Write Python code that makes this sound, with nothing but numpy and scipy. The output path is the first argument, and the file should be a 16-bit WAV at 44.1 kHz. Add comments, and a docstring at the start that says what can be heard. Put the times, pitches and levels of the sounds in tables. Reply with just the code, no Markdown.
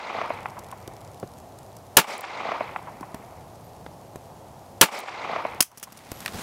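"""A small pistol fires twice in open desert, close to a camera; an earlier shot's echo rolls at the start.
Each blast returns from the same brush and rock faces, duller the farther it has travelled.
The pistol is then dropped, strikes hard by the microphone and clatters; the hand rubs the camera as it
swings down. The camera overloads on each bang, ducks its gain and slowly lets the faint wind back in."""
import sys
import numpy as np
from scipy import signal
from scipy.fft import rfft, irfft, next_fast_len
from scipy.io import wavfile
from scipy.ndimage import uniform_filter1d, minimum_filter1d, map_coordinates

SR = 44100
rng = np.random.default_rng(int(sys.argv[2]) if len(sys.argv) > 2 else 0)


def master_out(mix):
    """Clip the mix to full scale and print it as 16-bit PCM to the path in sys.argv[1]."""
    frames = np.transpose(np.atleast_2d(mix))
    ceiling = np.clip(frames, -1, 1)
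    pcm = np.round(ceiling * 32767).astype(np.int16)
    wavfile.write(sys.argv[1], SR, pcm)


N = 283298
TIME = np.arange(N) / SR
NEAR_ATTACK_S, NEAR_END_S = 0.002, 0.027  # answer of the nearest ground and boulders

# trigger pulls: t/s, level/dB
SHOTS = [(-.335, -0.2), (1.9688, 0.5), (4.8120, 0.5)]
# spectrum of small clicks: f/Hz, level/dB
CLICK_SPECTRUM = [(500, 6), (2000, -7.5), (5500, 0), (11000, -1), (15500, -7.5)]


def gunshots():
    """Each shot has its own crack; the land answers all alike."""
    out, answer = np.zeros(N), boom() + land_echo()
    for s, db in SHOTS:
        add(out, s, amp(db) * (crack() + answer))
    return out


def crack(spray_db=4.5):
    """Muzzle blast, its ground bounce and a bright spray off the nearest stones."""
    # blast and bounce: delay/s, length/s, level/dB
    pulses = [(.0004, .0008, 19), (.0023, 0.0021, 26)]
    # crack spectrum: f/Hz, level/dB
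    spectrum = [(100, -18.5), (700, -4), (2000, -5), (4000, -4), (6000, -5), (7500, -5), (10500, -5),
                (15500, -9)]
    blast = sum(amp(db) * swell(TIME, s, s + length, attack_s=0.0004, fall_db_per_s=13000)
                for s, length, db in pulses)
    spray = swell(TIME, NEAR_ATTACK_S, NEAR_END_S, NEAR_ATTACK_S, fall_db_per_s=1000, sag_db_per_s=201)
    return np.hypot(blast, amp(spray_db) * spray) * noise(lambda hz: colour(spectrum, hz))


def boom(gain_db=12.5, wash_db=-3.5, ring_db=15.5, struck_s=0.0035):
    """Low part of the blast, ringing briefly among the nearest rocks."""
    # resonances: f/Hz, level/dB
    modes = [(545, -31), (900, -30), (1208, -30), (1357, -30.5), (1655, -30.5), (2285, -39), (2404, -42.5),
             (2626, -37.5), (2832, -37.5), (3219, -40)]
    # wash spectrum: f/Hz, level/dB
    spectrum = [(40, -24), (110, -8.5), (330, -0.5), (450, -3.5), (800, -4.5), (1200, 1), (2000, -6),
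                (2800, -6.5), (4500, -13.5), (9000, -26), (16000, -42)]
    t = TIME[:SR // 4]
    ring = sum(amp(db) * np.sqrt(2) * np.sin(2 * np.pi * hz * (t - struck_s)) for hz, db in modes)
    wash = noise(lambda hz: colour(spectrum, hz))[:len(t)]
    shape = swell(t, NEAR_ATTACK_S, NEAR_END_S, NEAR_ATTACK_S, fall_db_per_s=850.5, sag_db_per_s=310)
    sound = amp(gain_db) * shape * (amp(wash_db) * wash + amp(ring_db) * ring)
    return np.pad(sound, (0, N - len(t)))


def land_echo(clump_db=1.27, patchy_db=2.0, face_width=0.82):
    """Clumped scatter from brush, distinct slaps from rock faces."""
    # echo spectrum before air loss: f/Hz, level/dB
    spectrum = [(40, -50), (100, -23.5), (200, -11.5), (380, -7.5), (620, -1), (850, 2.5), (1150, 0),
                (1650, -9), (2200, -2), (2900, -10), (5000, -12.5), (10000, -17.5), (15500, -19)]
    # rock faces: delay/s, level/dB, spread/s, favoured f/Hz
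    faces = [(.072, -10, 0.0098, 900), (.273, -14, 0.0051, 1720), (.519, -18, 0.0072, 590),
             (0.549, -14.5, 0.0068, 660), (0.6382, -14.5, 0.007, 590), (0.723, -30, 0.0058, 1260),
             (0.7924, -18.5, 0.0055, 1470), (.903, -35, 0.041, 980), (1.06, -29, 0.012, 890)]
    scatter = noise(lambda hz: colour(spectrum, hz)) * flutter(clump_db, rate_hz=120)
    bins_hz, delay_s, cells = signal.stft(scatter, SR, nperseg=256)
    # each bush and stone favours its own band
    patches = uniform_filter1d(rng.standard_normal(cells.shape), size=4, axis=0)
    patches = unit(uniform_filter1d(patches, size=3, axis=1))
    cells = cells * unit(amp(patchy_db * patches)) * air_loss(bins_hz[:, None], delay_s)
    echo = signal.istft(cells, SR, nperseg=256)[1][:N] * brush_slopes()
    for s, db, spread_s, pitch_hz in faces:
        # a face's size limits the bass, its roughness the treble
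        slap = lambda hz: colour(spectrum, hz) * air_loss(hz, s) * band_pass(hz, pitch_hz, face_width)
        add(echo, s, amp(db) * burst(slap, 4 * spread_s))
    return echo


def brush_slopes(attack_share=0.15):
    """Scatter gain by delay; stretches of land add in power."""
    # brushy land: near delay/s, far delay/s, level/dB, fall/(dB/s)
    stretches = [(0.047, .046, -12.5, 290), (0.114, .172, -15.5, 169), (0.274, 0.546, -24, 66.5),
                 (0.873, 1.36, -47, 54.5)]
    return np.sqrt(sum((amp(db) * swell(TIME, near, far, attack_share * near, fall)) ** 2
                       for near, far, db, fall in stretches))


def air_loss(hz, delay_s, db_per_s_at_1khz=2.0):
    """Dry air absorbs treble in proportion to the path."""
    return amp(-db_per_s_at_1khz * delay_s * (hz / 1000) ** 1.52)


def dropped_pistol(clink_db=-19, rattle_db=-22.5, edge_gap_share=0.2):
    """Steel bounces on stone: per landing two clacks, a clink, a rattle of loose parts and a thud."""
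    # landings: t/s, level/dB, t60/s, relative thud/dB
    landings = [(5.606, 14.5, .015, -13), (5.6233, 2, .02, -34), (5.716, -32, 0.0085, -16),
                (5.774, -23.5, 0.031, -4), (5.798, -25, 0.0082, -23), (5.8287, -17, 0.036, -4),
                (5.9222, -31.5, 0.021, 1), (5.973, -32, 0.021, -10)]
    # clack spectrum: f/Hz, level/dB
    clack_spectrum = [(100, -23), (600, -16), (1100, -6), (2000, -7.5), (3100, -2.5), (3800, -10),
                      (5600, 1.5), (7500, -3), (10000, 0.5), (12700, -3.5), (15700, -6.5)]
    # steel modes: f/Hz, level/dB, t60/s
    modes = [(3180, -4, 0.059), (5300, -8, .054), (6070, -23, .2), (10780, -21, .08), (12950, -17, .076)]
    # thud spectrum: f/Hz, level/dB
    thud_spectrum = [(40, -30), (220, -1.5), (450, -8.5), (1500, -15), (8000, -38)]
    out, t = np.zeros(N), TIME[:8192]
    clack = lambda t60_s: burst(lambda hz: colour(clack_spectrum, hz), t60_s)
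    for s, db, t60_s, thud_db in landings:
        clink = sum(amp(mode_db - 60 * t / ring_s) * np.sin(2 * np.pi * (hz * t + rng.random()))
                    for hz, mode_db, ring_s in modes)
        thud = amp(thud_db) * burst(lambda hz: colour(thud_spectrum, hz), t60_s=0.019)
        first_edge = clack(t60_s)
        rattle = amp(rattle_db) * clack(t60_s=0.14)
        add(out, s, amp(db) * (first_edge + amp(clink_db) * clink + rattle + thud))
        # second edge: later on a softer landing
        add(out, s + edge_gap_share * t60_s, amp(db - 1) * clack(t60_s))
    return out


def handling(click_trim_db=-2.0):
    """Small impacts of hands, feet, pistol and camera."""
    # clicks of grip, trigger and camera: t/s, level/dB
    clicks = [(.5921, -34), (0.7143, -34.5), (0.8767, -31.5), (1.1994, -37), (1.588, -39.5), (1.7671, -37),
              (3.009, -38.5), (3.1455, -32), (4.1585, -37.5), (6.1168, -20), (6.205, -27)]
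    # dull bumps of hands and feet: t/s, level/dB, low-pass f/Hz, t60/s
    bumps = [(.8779, -28.5, 1420, 0.017), (1.228, -24.5, 564, 0.057), (3.009, -30, 800, 0.033),
             (3.144, -26.5, 1100, 0.034), (3.8637, -28, 1360, 0.019), (4.158, -26.5, 990, 0.017),
             (6.1174, -20, 1330, 0.02), (6.346, -29.5, 330, 0.06)]
    # hard taps on pistol and camera: t/s, level/dB, f/Hz, t60/s
    knocks = [(2.1797, -19, 9240, 0.0092), (2.2087, -16.5, 10900, 0.0092), (4.99, -17, 10000, .01),
              (5.003, -20, 10700, .01), (6.2604, -15.5, 1860, 0.012), (6.279, -25, 1480, 0.023)]
    # pings of a steel spring: t/s, level/dB, f/Hz, t60/s
    pings = [(3.145, -66, 12000, .5), (3.64, -61.5, 12000, 0.33), (6.1175, -48.5, 11770, 0.82)]
    bump_spectrum = [(40, -7), (130, -3.5), (350, -1.0), (900, -9.5)]  # f/Hz, level/dB
    out = np.zeros(N)
    for s, db in clicks:
        add(out, s, amp(db + click_trim_db) * burst(lambda hz: colour(CLICK_SPECTRUM, hz), t60_s=0.015))
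    for s, db, corner_hz, t60_s in bumps:
        bump = burst(lambda hz: low_pass(hz, corner_hz) * colour(bump_spectrum, hz), t60_s)
        add(out, s, amp(db) * bump)
    for s, db, body_hz, t60_s in knocks:
        add(out, s, amp(db) * burst(lambda hz: band_pass(hz, body_hz, width=0.5), t60_s))
    for s, db, ring_hz, t60_s in pings:
        add(out, s, amp(db) * burst(lambda hz: 1 / (1 + ((hz - ring_hz) / 90) ** 2), t60_s, size=16384))
    return out


def rubbing(hold_s=5.76, hold_db=-43.5, swing_s=6.39, swing_db=-36):
    """Grainy friction of hand on camera after the drop, harder on the downward swing."""
    # friction spectrum: f/Hz, level/dB
    spectrum = [(35, -48), (60, -9), (163, -7), (226, -2.5), (344, -10.5), (396, -10.5), (1050, -10),
                (2170, -14.5), (10100, -23), (15700, -30)]
    hold = amp(hold_db) * rise(TIME, hold_s, attack_s=0.11)
    swing = amp(swing_db) * rise(TIME, swing_s, attack_s=0.097)
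    friction = noise(lambda hz: colour(spectrum, hz)) * flutter(depth_db=2.5, rate_hz=400)
    return np.hypot(hold, swing) * friction


def grit(ticks_per_s=36, spread_db=4):
    """Faint ticks of skin and sand, soft to sharp, louder when the hand shifts."""
    # hand effort on grip and camera: t/s, level/dB
    effort = [(0, -51.5), (.8, -49.5), (2, -54.5), (4.7, -59.5), (5.6, -51), (6.42, -49)]
    out = np.zeros(N)
    for when, size, sharpness in rng.random((int(ticks_per_s * N / SR), 3)):
        s, corner_hz = when * N / SR, 7000 + 8000 * sharpness
        tick = burst(lambda hz: colour(CLICK_SPECTRUM, hz) * low_pass(hz, corner_hz), 0.0082, size=2048)
        effort_db = np.interp(s, *np.transpose(effort), left=-150, right=-150)
        add(out, s, amp(effort_db + spread_db * (2 * size + 0.5)) * tick)
    return out


def wind(rush_db=-45.5, buffet_db=-57):
    """Faint, far rush of air and steady hiss, with light buffeting."""
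    # air spectra: f/Hz, level/dB
    rush_spectrum = [(15, -41), (25, -25), (99, -1.5), (290, -12.5), (360, -11), (485, -10.5), (707, -6),
                     (853, -9), (1500, -26), (2190, -30), (3460, -32), (6800, -33), (7990, -35),
                     (12300, -35), (15700, -42.5)]
    buffet_spectrum = [(20, -12), (60, -6.5), (110, 3.5), (250, -10), (700, -45), (2000, -88)]
    rush = noise(lambda hz: colour(rush_spectrum, hz))
    buffet = noise(lambda hz: colour(buffet_spectrum, hz)) * flutter(depth_db=4, rate_hz=10)
    return amp(rush_db) * rush + amp(buffet_db) * buffet


def amp(db):
    return 10 ** (np.asarray(db) / 20)


def unit(x):
    return x / np.sqrt(np.mean(x ** 2) + 1e-20)


def colour(points, hz):
    """Gain through (f/Hz, level/dB) points on a log axis."""
    f, db = np.transpose(points)
    return amp(np.interp(np.log(hz + 1), np.log(f), db))


def low_pass(hz, corner_hz):
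    """Second-order low-pass gain."""
    return 1 / np.sqrt(1 + (hz / corner_hz) ** 4)


def band_pass(hz, centre_hz, width):
    """Gain of one resonance; width is a share of its centre."""
    return (hz + 40) / np.hypot(hz, (hz ** 2 - centre_hz ** 2) / (width * centre_hz))


def noise(gain):
    """Noise of rms 1, shaped by gain(hz)."""
    m = next_fast_len(N)
    return unit(irfft(rfft(rng.standard_normal(m)) * gain(np.fft.rfftfreq(m, 1 / SR)), m)[:N])


def flutter(depth_db, rate_hz):
    """Smooth random gain of rms 1."""
    knots = rng.standard_normal(int(N * rate_hz / SR) + 4)
    return unit(amp(depth_db * map_coordinates(knots, [TIME * rate_hz])))


def burst(gain, t60_s, size=8192):
    """Decaying coloured noise, starting near rms 1."""
    decay = amp(-60 * np.arange(size) / SR / t60_s)
    response = minimum_phase(gain(np.fft.rfftfreq(size, 1 / SR)))
    puff = irfft(rfft(rng.standard_normal(size) * decay) * response)
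    return puff * np.linalg.norm(decay) / np.linalg.norm(puff)


def minimum_phase(gain):
    """Causal response with this gain: nothing sounds before the blow."""
    cepstrum = irfft(np.log(np.maximum(gain, 1e-6)))
    half = len(cepstrum) // 2
    cepstrum[1:half] *= 2
    cepstrum[half + 1:] = 0
    return np.exp(rfft(cepstrum))


def rise(t, full_s, attack_s):
    """Linear ramp reaching 1 at full_s."""
    return np.clip(1 + (t - full_s) / attack_s, 0, 1)


def swell(t, full_s, end_s, attack_s, fall_db_per_s, sag_db_per_s=0):
    """Gain that rises until full_s, sags until end_s, then dies away."""
    sag_db = sag_db_per_s * np.clip(t - full_s, 0, abs(end_s - full_s))
    fall_db = fall_db_per_s * np.maximum(t - end_s, 0)
    return rise(t, full_s, attack_s) * amp(-sag_db - fall_db)


def add(track, s, sound):
    """Mix a sound in at time s, which may be negative."""
    start = round(s * SR)
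    part = sound[max(-start, 0):max(N - start, 0)]
    track[max(start, 0):][:len(part)] += part


def scene():
    return (gunshots() + dropped_pistol() + handling() + rubbing() + grit() + wind())[None]


def gain_control(x, limit_db=-6, depth_db=-20, hold_s=0.021, release_db_per_s=29):
    """A bang ducks the gain at once; it holds briefly, then climbs evenly in dB."""
    level_db = 10 * np.log10(np.abs(uniform_filter1d(x ** 2, size=32)) + 1e-12)
    needed_db = np.clip(limit_db - level_db, depth_db, 0)
    half = int(hold_s * SR / 2)
    held_db = minimum_filter1d(needed_db, 2 * half + 1, origin=half)
    # still recovering from the shot before t = 0
    held_db[0] = min(depth_db - release_db_per_s * (SHOTS[0][0] + hold_s), 0)
    climb_db = release_db_per_s * TIME
    return amp(np.minimum.accumulate(held_db - climb_db) + climb_db)


def record(dry, ceiling=0.85, hardness=6, low_cut_hz=20, high_cut_hz=15850):
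    """The camera's gain control, overload and band limits."""
    ducked = dry * gain_control(dry[0])
    saturated = ducked / (1 + np.abs(ducked / ceiling) ** hardness) ** (1 / hardness)
    m = next_fast_len(N + SR // 2)
    hz = np.fft.rfftfreq(m, 1 / SR)
    high_cut = 1 / (1 + (hz / high_cut_hz) ** 200)
    low_cut = (1j * hz / (low_cut_hz + 1j * hz)) ** 2
    return irfft(rfft(saturated, m) * low_cut * high_cut, m)[:, :N]


dry = scene()
out = record(dry)
master_out(out)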